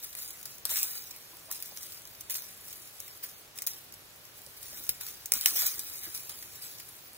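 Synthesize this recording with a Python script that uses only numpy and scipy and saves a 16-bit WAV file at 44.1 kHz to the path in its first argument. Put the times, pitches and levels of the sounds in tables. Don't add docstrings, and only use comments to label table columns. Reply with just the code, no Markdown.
import sys
import numpy as np
from scipy import signal
from scipy.fft import rfft, irfft, next_fast_len
from scipy.io import wavfile
from scipy.ndimage import uniform_filter1d, map_coordinates

SR = 44100
rng = np.random.default_rng(int(sys.argv[2]) if len(sys.argv) > 2 else 0)


def gain_from_decibels(decibels):
    exponent = np.asarray(decibels, float) / 20
    return 10 ** exponent


def unload_wav(signal):
    wavfile.write(
        sys.argv[1],
        SR,
        np.round(np.clip(np.atleast_2d(signal).T, -1, 1) * 32767).astype(np.int16),
    )


N = 316197

# (from [s], to [s])
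HOLES_LOW = [(0.038, 0.055), (0.134, 0.174), (0.229, 0.253), (0.293, 0.331), (0.946, 1.03),
             (1.205, 1.234), (1.663, 1.698), (1.811, 1.846), (2.058, 2.099), (2.31, 2.328), (2.36, 2.4),
             (2.705, 2.723), (2.754, 2.798), (3.103, 3.138), (4.177, 4.209), (4.45, 4.467),
             (4.566, 4.586), (4.775, 4.812), (5.03, 5.05), (5.352, 5.37), (5.468, 5.486), (5.564, 5.613),
             (5.634, 5.698), (5.793, 5.907), (5.965, 6.008), (6.031, 6.066), (6.165, 6.188),
             (6.217, 6.252), (6.31, 6.348), (6.49, 6.507), (6.632, 6.65), (6.76, 6.786)]
# (from [s], to [s])
HOLES_UNDER = [(0.015, 0.125), (0.18, 0.218), (0.25, 0.331), (0.479, 0.514), (0.758, 0.827),
               (0.842, 1.025), (1.057, 1.123), (1.515, 1.573), (1.593, 1.617), (1.666, 1.698),
               (1.782, 1.86), (2.038, 2.072), (2.389, 2.421), (2.482, 2.514), (3.547, 3.564),
               (3.683, 3.718), (4.731, 4.812), (4.911, 4.949), (5.021, 5.045), (5.346, 5.407),
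               (5.419, 5.442), (5.468, 5.579), (5.611, 5.718), (5.793, 5.811), (5.843, 5.88),
               (5.915, 6.066), (6.104, 6.139), (6.313, 6.348), (6.635, 6.673)]
# (from [s], to [s])
HOLES_MIDDLE = [(0.017, 0.055), (0.177, 0.351), (0.476, 0.514), (0.711, 0.824), (0.842, 1.027),
                (1.181, 1.236), (1.411, 1.443), (1.518, 1.538), (1.782, 1.86), (1.945, 1.977),
                (2.052, 2.093), (2.249, 2.29), (2.302, 2.351), (2.386, 2.421), (2.548, 2.63),
                (2.804, 2.885), (3.007, 3.094), (3.341, 3.396), (3.68, 3.788), (4.264, 4.322),
                (4.731, 4.789), (4.902, 4.949), (5.018, 5.05), (5.076, 5.097), (5.338, 5.402),
                (5.526, 5.671), (5.756, 5.79), (5.889, 6.113), (6.194, 6.275), (6.4, 6.603),
                (6.635, 6.67), (6.931, 6.975)]
# (from [s], to [s])
HOLES_OVER = [(0.038, 0.055), (0.09, 0.122), (0.206, 0.328), (0.711, 0.772), (0.839, 1.025),
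              (1.994, 2.055), (2.27, 2.287), (2.299, 2.328), (2.757, 2.815), (3.036, 3.068),
              (3.341, 3.396), (3.68, 3.744), (4.569, 4.6), (5.027, 5.045), (5.352, 5.396), (5.637, 5.692),
              (5.77, 5.793), (5.822, 5.88), (5.988, 6.063), (6.307, 6.33), (6.356, 6.412)]
# (from [Hz], to [Hz], spells of (from [s], to [s]))
HOLES = [(2584, 2842, HOLES_LOW), (4220, 4651, HOLES_UNDER), (4651, 5168, HOLES_MIDDLE),
         (5168, 5685, HOLES_OVER), (3101, 3445, [(.92, .94), (5.47, 5.49), (5.54, 5.56), (5.99, 6.02),
         (6.57, 6.63)]), (6287, 6890, [(.21, .26), (.72, .75), (5.87, 5.91)]), (7579, 8268, [(2.31, 2.35),
         (2.385, 2.42)]), (10335, 11024, [(.57, .6), (.76, .79), (.97, 1.03), (2.39, 2.42), (3.05, 3.09),
         (4.8, 4.84), (5.345, 5.365), (5.55, 5.69)]), (11024, 11713, [(.845, .885), (2.27, 2.29),
         (2.33, 2.42), (5.1, 5.13), (5.345, 5.365)])]
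EDGE_S = .005


def unit(x):
    return x / np.sqrt(np.mean(x ** 2) + 1e-20)


def along(points, hz):
    f, v = np.transpose(points)
    return np.interp(np.log(hz + 1), np.log(f + 1), v)


def filtered(x, response):
    m = next_fast_len(N + 8192)
    return irfft(rfft(x, m) * response(np.fft.rfftfreq(m, 1 / SR)), m)[..., :N]


def wobble(rate):
    knots = rng.standard_normal(int(N * rate / SR) + 4)
    return map_coordinates(knots, [np.arange(N) * rate / SR])


def hush():
    # (frequency [Hz], density [dB per Hz])
    hush_colour = [(18, -31), (30, -10), (107, 0.5), (224, -8.5), (400, -5.5), (535, -7.5), (594, -6.5),
                   (734, -8), (4550, -10.5), (9280, -17.5), (13400, -13.5), (15300, -32), (16600, -74)]
    # (frequency [Hz], correlation [-1..1])
    likeness = [(60, 0.81), (300, 0.64), (700, 0.26), (1500, -0.085), (3500, -0.14), (4900, -0.067),
                (7000, 0.49), (15000, .3)]
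    turn = lambda hz: np.arccos(np.clip(along(likeness, hz), -1, 1)) / 2
    colour = lambda hz: gain_from_decibels(along(hush_colour, hz)) * [np.cos(turn(hz)), np.sin(turn(hz))]
    mid, side = filtered(rng.standard_normal((2, N)), colour)
    air = gain_from_decibels(-54.5) * unit(np.array([mid + side, mid - side]))
    swell_db = -1.5 - 1.16 * wobble(2.47)
    bass = filtered(air, lambda hz: 1 / (1 + (hz / 300) ** 4))
    return air + bass * (gain_from_decibels(swell_db) - 1)


def stir():
    # (time [s], crackle level [dB])
    restlessness = [(0, -53), (.35, -54), (.62, -62), (1.4, -55.5), (1.9, -59), (2.25, -57), (2.7, -53.5),
                    (3.2, -58), (3.5, -68), (4.0, -61), (4.5, -56.5), (4.8, -47.5), (4.98, -53),
                    (5.29, -58), (5.75, -44), (5.95, -45), (6.6, -51), (7.17, -56.5)]
    # (time [s], crackle level [dB], hold [s], fade [dB per s], extra stalk level [dB])
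    pulls = [(0.17, -44, 0.062, 69, -2.5), (0.468, -48, 0.024, 73, -3), (0.696, -34, 0.047, 46.5, 1.5),
             (0.753, -35, 0.018, 250, -2), (0.028, -44, 0.006, 154, -8), (1.506, -46, .015, 34, 1.5),
             (1.763, -48, 0.012, 36.5, 2), (2.304, -36.5, 0.016, 97, -1.5), (2.683, -52.5, 0.026, 60, -2),
             (2.987, -50.5, .03, 66, 4.5), (3.231, -44, 0.0074, 90, 0), (3.558, -53, 0.073, 510, 6),
             (3.67, -39, 0.0066, 218, 3.5), (3.713, -49.5, 0.013, 77, 0), (5.008, -43, 0.0086, 68, 4.5),
             (5.332, -36.5, 0.02, 118, 4), (5.42, -41.5, .03, 100, 4), (4.892, -49.5, .008, 130, 6),
             (.66, -46, 0.022, 100, 4), (5.47, -32.5, 0.011, 77, 3), (5.557, -32, 0.096, 143, 3),
             (6.145, -38, 0.015, 160, -4), (6.294, -45.5, 0.0096, 194.5, 7), (6.631, -43, 0.016, 113, -1),
             (.768, -33, .012, 700, 0), (5.662, -35, .008, 500, 0), (3.234, -43, .006, 600, 0),
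             (4.62, -50, .015, 200, 0), (4.775, -46, .01, 200, 0), (5.066, -47, .01, 150, 3),
             (3.938, -52, .006, 400, 0), (4.37, -55, .02, 200, 0), (4.57, -52, .01, 300, 0),
             (2.755, -50, .008, 300, 0), (2.353, -41, .007, 400, 0), (6.025, -44, .02, 200, 2),
             (4.895, -37, .002, 900, -4)]
    rise_db_per_s = 3000
    t = np.arange(0, N, 32) / SR
    fizz = gain_from_decibels(2 * np.interp(t, *np.transpose(restlessness)))
    stalks = fizz.copy()
    for s, db, hold, fade, extra_db in pulls:
        rising = rise_db_per_s * np.maximum(s - t, 0)
        fading = abs(fade) * np.maximum(t - s - hold, 0)
        power = gain_from_decibels(2 * (db - rising - fading))
        fizz = fizz + power
        stalks = stalks + power * gain_from_decibels(2 * extra_db)
    fizz_db = 10 * np.log10(fizz)
    stalk_db = -61 + 0.83 * (fizz_db + 50.5) + 10 * np.log10(stalks / fizz)
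    return [np.interp(np.arange(N) / SR, t, db) for db in (fizz_db, stalk_db)]


def grains(count, top_hz, life_s, spread_db, size=48):
    when = rng.random(count)
    strength = np.minimum(rng.exponential(size=count), 3.5)
    life = life_s * np.exp(.5 * rng.standard_normal(count))
    t = np.arange(size) / SR
    fade = gain_from_decibels(spread_db * strength)[:, None] * np.exp(-t / life[:, None])
    index = ((when * N).astype(int)[:, None] + np.arange(size)).ravel()
    showers = []
    for _ in range(2):
        ring = np.sin(2 * np.pi * (top_hz * rng.random((count, 1)) * t + rng.random((count, 1))))
        showers.append(np.bincount(index, (fade * ring).ravel(), N + size)[:N])
    return unit(np.array(showers))


def patchy(pair, depth_db, size):
    z = signal.stft(pair, nperseg=512)[2]
    field = uniform_filter1d(rng.standard_normal(z.shape), size=size, axis=1)
    field = uniform_filter1d(field, size=9, axis=2)
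    return signal.istft(z * gain_from_decibels(depth_db * unit(field)), nperseg=512)[1][:, :N]


def crackle():
    fizz_db, stalk_db = stir()
    clumps_db = 1.26 * wobble(25) + .9 * wobble(90) + 1.2 * wobble(500)
    fizz = grains(count=16000, top_hz=16820, life_s=0.00042, spread_db=1.5)
    fizz = fizz + 1.4 * rng.standard_normal((2, N))
    stalk = grains(count=5000, top_hz=5060, life_s=0.0011, spread_db=1.0)
    stalk = stalk + 2.3 * rng.standard_normal((2, N))
    fizz = gain_from_decibels(fizz_db + clumps_db) * unit(patchy(fizz, depth_db=4, size=4))
    stalk = gain_from_decibels(stalk_db - 2.5 + 0.073 * clumps_db) * unit(patchy(stalk, depth_db=4.5, size=2))
    return fizz, stalk


def snaps():
    # (time [s], peak [dB], wood knock [dB], share under 7 kHz [dB])
    twigs = [(.151, -30, -33, 1.5), (.653, -14.5, -15.5, -33), (0.693, -29, -14, -15), (.758, -28, -25, -2),
             (.771, -20, -23, -24), (0.8298, -15.5, -35, -34), (1.5134, -21, -15, -23),
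             (1.6245, -25.5, -36, -13), (1.773, -36.5, -8, 3), (2.2977, -25, -7, -29),
             (2.3426, -22.5, -24, -27), (2.3522, -28, -7, -9), (3.587, -30.5, -12, -3),
             (3.6204, -24, -29, -6.5), (3.6714, -18.5, -40, -7), (4.892, -11, -32, -32),
             (5.066, -30, -17, -4.5), (5.258, -25, -24, -31), (5.32, -11.5, -24, -1.5),
             (5.3367, -11, -33, -14.5), (5.353, -24, -10, -14), (5.411, -19.5, -31, -29),
             (5.4586, -10.5, -4, -4), (5.6295, -24, -21, -18), (5.6195, -22, -16, -22),
             (5.643, -31, -20, -18.5), (5.666, -19, -30, -28), (5.6813, -25, -18, -18),
             (6.148, -27, -21, -27), (6.1764, -27, -18, -31)]
    # (time [s], peak [dB], thickness [dB])
    cracking_stalks = [(.043, -26.5, 2), (0.187, -26, 3), (0.305, -30.5, 5), (0.4547, -25.5, 2.5),
                       (0.708, -31, -3), (.79, -29, 3), (1.109, -24, -12), (1.5233, -23.5, -6),
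                       (1.6574, -32, -6), (1.8292, -31, -5), (1.9206, -31.5, 7), (2.2079, -27.5, -6),
                       (2.3038, -33, -5), (2.7082, -38, 8), (2.7274, -31, 7), (.1283, -31.5, .3),
                       (3.0785, -32, 6), (3.2348, -31, 3), (4.628, -32, 4), (4.772, -34, 10.5),
                       (5.034, -34, 0), (5.561, -27, 8), (5.699, -30, -5), (0.7198, -31, 3),
                       (5.9824, -34, -1), (6.033, -33, 6), (6.2939, -28, 9), (6.425, -30, 5),
                       (6.6217, -29, -7), (6.7985, -34, 10.5)]
    # (time [s], peak [dB])
    further_breaks = [(3.002, -29.5), (.277, -37), (0.429, -33.5), (.5825, -36), (0.671, -35), (5.7933, -24),
                      (.954, -28), (1.162, -38), (1.369, -39), (1.6023, -34), (2.0187, -38), (2.0531, -35),
                      (2.0737, -37), (2.149, -39), (2.3704, -35), (2.4209, -34), (2.7574, -39), (2.8736, -39),
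                      (3.6658, -25), (3.577, -32), (3.9233, -34.5), (4.252, -40), (4.3673, -43), (4.4634, -35),
                      (4.73, -40), (5.0105, -25), (4.867, -33.5), (6.6373, -43), (6.8888, -37), (7.1462, -41),
                      (.837, -27), (.8015, -30), (.814, -30.5), (2.3005, -25.5), (2.307, -24), (2.357, -26),
                      (2.383, -31), (3.677, -29), (3.626, -35), (3.64, -38), (5.363, -30), (5.466, -28),
                      (5.484, -26), (5.571, -27), (5.593, -22), (5.608, -26), (5.667, -26), (5.802, -32),
                      (0.777, -27), (.879, -31), (.4125, -37), (.3915, -40), (2.6813, -38), (3.94, -40),
                      (4.4174, -39), (4.6828, -38), (5.898, -34), (6.558, -36), (7.1317, -40), (.0368, -32)]
    common_knock_db, common_low_db = -17.5, -21.5
    clean_t60_s, tearing_t60_s, splinter_t60_s = 0.0054, 0.029, 0.038
    bounce, bounce_s = .6, .0004

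    breaks = [(*twig, clean_t60_s) for twig in twigs]
    breaks += [(s, db, common_knock_db, common_low_db, clean_t60_s) for s, db in further_breaks]
    for s, db, thick in cracking_stalks:
        breaks.append((s, db - 5, common_knock_db + thick, common_low_db + thick, tearing_t60_s))

    t = np.arange(SR // 16) / SR
    layers = np.zeros((3, 2, N + len(t)))
    rise = 1 - np.exp(-t / .0005)
    for s, db, knock_db, low_db, t60 in breaks:
        splintering = gain_from_decibels(-17.5 - 60 * t / splinter_t60_s) + gain_from_decibels(-23.5 - 60 * t / 0.14)
        shape = rise * (gain_from_decibels(3.5 - 60 * t / t60) + splintering)
        levels = gain_from_decibels(db + np.array([2.5, low_db + 10, knock_db + 7.0]))
        burst = rng.standard_normal((3, 2, len(t))) * shape
        burst[:2, :, round(.0006 * SR)] += 2 * np.sign(burst[:2, :, 9])
        burst += bounce * np.roll(burst, 2 + int(rng.random() * bounce_s * SR), axis=2)
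        burst[2] *= gain_from_decibels(0.42 * np.minimum(60 * t / t60, 15))
        burst /= abs(burst).max(axis=2, keepdims=True)
        layers[..., round(s * SR):][..., :len(t)] += levels[:, None, None] * burst
    high, low, knock = layers[..., :N]
    lowpass = signal.butter(2, 7000, fs=SR, output="sos")
    return high + signal.sosfilt(lowpass, low - high), knock


def thuds():
    # (time [s], peak [dB], ring [Hz], low push [dB])
    contacts = [(0.146, -67, 695, -73), (0.712, -49, 540, -72), (1.333, -57, 377, -68),
                (1.483, -50, 655, -69), (1.717, -49, 670, -69), (4.199, -67, 767, -58),
                (4.468, -50, 540, -61), (4.727, -50, 648, -55), (4.804, -49, 368, -65),
                (4.889, -56, 587, -48.5), (5.318, -49, 564, -55), (5.36, -47.5, 283, -50),
                (5.458, -45, 783, -73), (5.519, -50.5, 320, -61), (5.557, -47.5, 626, -65),
                (5.629, -45, 714, -59), (5.775, -50, 377, -54), (6.072, -45.5, 378, -54),
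                (.652, -52, 930, -75), (0.774, -49, 1160, -77), (.81, -53, 1215, -75),
                (1.331, -50, 1000, -75), (1.496, -47, 1115, -75)]
    out = np.zeros(N + SR)
    t = np.arange(SR // 8) / SR
    rise = 1 - np.exp(-t / 0.0029)
    for s, db, hz, push_db in contacts:
        wander = np.cumsum(rng.standard_normal(len(t))) * 0.14
        ring = gain_from_decibels(db + 4.5 - 60 * t / 0.06) * np.sin(2 * np.pi * hz * t + wander)
        push = gain_from_decibels(push_db - 60 * t / 0.18) * np.sin(2 * np.pi * 95 * t + wander)
        out[round(s * SR):][:len(t)] += rise * (ring + push)
    return out[:N]


def thicket(x, wet_db):
    # (frequency [Hz], t60 [s])
    scatter = [(500, 0.038), (3000, 0.16), (15000, 0.023)]
    hz, t, z = signal.stft(rng.standard_normal((2, SR // 6)), SR, nperseg=256)
    fade = gain_from_decibels(-60 * t / along(scatter, hz)[:, None])
    tail = signal.istft(z * fade, SR, nperseg=256)[1]
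    return x + gain_from_decibels(wet_db) * signal.fftconvolve(x, tail / np.linalg.norm(tail[0]), axes=1)[:, :N]


def ports(pair, mid_colour, side_colour, side_db):
    lag_s, direct = .0001, .6

    def gain(hz):
        colours = gain_from_decibels([along(mid_colour, hz), along(side_colour, hz) + side_db])
        return colours / (1 + (500 / (hz + 1)) ** 4)

    tied = lambda hz: direct * np.sin(2 * np.pi * hz * lag_s)
    late = filtered(pair, lambda hz: np.array([-1j * tied(hz), np.sqrt(1 - tied(hz) ** 2)])).sum(axis=0)
    mid_rms = np.sqrt(np.mean(gain(np.linspace(0, SR / 2, 999))[0] ** 2))
    mid, side = filtered(np.array([pair[0], late]), gain) / mid_rms
    return np.array([mid + side, mid - side])


def scene():
    # (frequency [Hz], density [dB per Hz])
    bright_sum = [(1200, -21.5), (2400, -12.5), (3200, -21), (3850, -8), (4300, -17), (5200, -13),
                  (5800, -8.5), (7300, -9.5), (9500, -7.5), (11000, -3), (14200, -6), (15200, 1),
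                  (15800, -4), (16600, -32)]
    # (frequency [Hz], density [dB per Hz])
    bright_difference = [(1200, -26.5), (2600, -13), (3100, -17), (4100, -11), (4900, -4.5), (6300, -9),
                         (7300, -10), (8800, -8), (10300, -9.5), (11500, -8.5), (13500, -7), (15300, -7),
                         (15900, -14), (16600, -20)]
    # (frequency [Hz], density [dB per Hz])
    stalk_colour = [(150, -75), (400, 6), (700, -4.5), (1200, 2), (1800, 3), (2500, 2), (3300, 2),
                    (5000, -1)]
    fizz, stalk = crackle()
    splinters, knock = snaps()
    scattered = thicket(fizz + splinters, wet_db=-14)
    bright = ports(scattered, bright_sum, bright_difference, side_db=0.23)
    dull = ports(stalk + knock, stalk_colour, stalk_colour, side_db=-2.5)
    return bright + dull + thuds() + hush()


def during(spells):
    t = np.arange(N) / SR
    widened = spells + np.array([-EDGE_S, EDGE_S])
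    inside = 1. * (np.searchsorted(np.ravel(widened), t) % 2)
    width = round(EDGE_S * SR)
    return uniform_filter1d(uniform_filter1d(inside, size=width), size=width)


def with_holes(mid):
    # (from [s], to [s])
    hole_spells = [(.638, .648), (1.497, 1.507), (2.285, 2.296), (2.985, 2.998), (3.61, 3.617),
                   (3.648, 3.663), (5.305, 5.316), (5.326, 5.334), (5.345, 5.352), (5.396, 5.408),
                   (5.42, 5.454), (5.772, 5.79)]
    bands = filtered(mid, lambda hz: np.array([(hz > low) & (hz <= high) for low, high, _ in HOLES]))
    mid = mid - sum(during(spells) * band for (*_, spells), band in zip(HOLES, bands))
    hz, t, z = signal.stft(mid, SR, window="cosine", nperseg=256)
    patches = rng.random((z.shape[0] // 8 + 1, z.shape[1] // 2 + 1)) < .22
    lost = np.kron(patches, np.ones((8, 2)))[:z.shape[0], :z.shape[1]]
    lost = lost * (hz > 2700)[:, None] * (np.searchsorted(np.ravel(hole_spells), t) % 2)
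    return signal.istft(z * (1 - lost), SR, window="cosine", nperseg=256)[1][:N]


def thinned_stereo(x, waver_db, attack_db):
    # (frequency [Hz], margin [dB])
    lose_sum = [(2000, 30), (3000, 10), (5700, 14), (8000, 8), (11000, 4), (15000, 9)]
    # (frequency [Hz], margin [dB])
    lose_difference = [(2000, 30), (3200, 7), (5500, 7.7), (7500, 1.5), (8900, 6), (10800, 3), (13500, 7.5),
                       (15500, 3.4)]
    band_edges = [0, 2326, 2584, 2842, 3101, 3445, 3790, 4220, 4651, 5168, 5685, 6287]
    steady_top_hz, top_open_s, dropout_s = 15760, .02, 3.66

    hz, t, z = signal.stft([x[0] + x[1], x[0] - x[1]], SR, window="cosine", nperseg=2048)
    edges = np.searchsorted(hz, np.r_[band_edges, 6890:22000:689])
    centre = hz[edges] + np.diff(hz[edges], append=22500) / 2
    power = np.add.reduceat(abs(z) ** 2, edges, axis=1) + 1e-20
    waver = uniform_filter1d(rng.standard_normal(power.shape[1:]), size=3, axis=1)
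    gap_db = 10 * np.log10(power[0] / power[1]) + waver_db * unit(waver)
    gap_db += 4.5 * np.exp(-((centre - 4850) / 1000) ** 2)[:, None]
    for low_hz, high_hz, spells in HOLES:
        spell = np.searchsorted(np.ravel(spells), t) % 2
        gap_db[np.ix_((centre > low_hz) & (centre < high_hz), spell > 0)] = 0
    keep_sum = -gap_db < along(lose_sum, hz[edges])[:, None]
    keep_difference = gap_db < along(lose_difference, hz[edges])[:, None]
    band_of_bin = np.searchsorted(edges, np.arange(len(hz)), side="right") - 1
    keep = np.array([keep_sum, keep_difference])[:, band_of_bin]

    loud_db = 10 * np.log10(np.add.reduceat(np.sum(x ** 2, axis=0), np.arange(0, N, 128)) + 1e-20)
    attacks = np.flatnonzero(loud_db[2:] - loud_db[:-2] > attack_db) + 2
    keep |= np.isin(np.arange(z.shape[2]), np.r_[attacks // 8, attacks // 8 + 1])
    pair = signal.istft(z * keep, SR, window="cosine", nperseg=2048)[1][:, :N] / 2

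    marks = 1. * np.bincount(np.minimum(attacks * 128 + 200, N - 1), minlength=N)
    opened = uniform_filter1d(marks, size=round(top_open_s * SR)) * top_open_s * SR
    shut = 1 - uniform_filter1d(np.minimum(opened, 1), size=round(EDGE_S * SR))
    mid, side = pair - shut * filtered(pair, lambda hz: hz > steady_top_hz)
    mid = with_holes(mid)
    dropout = np.clip(abs(np.arange(N) / SR - dropout_s) / .001 - 1, .03, 1)
    return dropout * np.array([mid + side, mid - side])


def roll_off(x):
    return signal.sosfilt(signal.butter(12, 17110, fs=SR, output="sos"), x)


def record(dry):
    # (frequency [Hz], level [dB])
    port_lean = [(60, -4), (200, -1), (700, -.4), (1300, -3), (2400, -1.5), (4400, -1), (8100, 1.5),
                 (15000, 2)]
    tilt = lambda hz: gain_from_decibels(np.outer([.5, -.5], along(port_lean, hz))) * (hz < 17000)
    mix = thinned_stereo(filtered(dry, tilt), waver_db=3.0, attack_db=14.5)
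    return roll_off(mix)


dry = scene()
out = record(dry)
unload_wav(out)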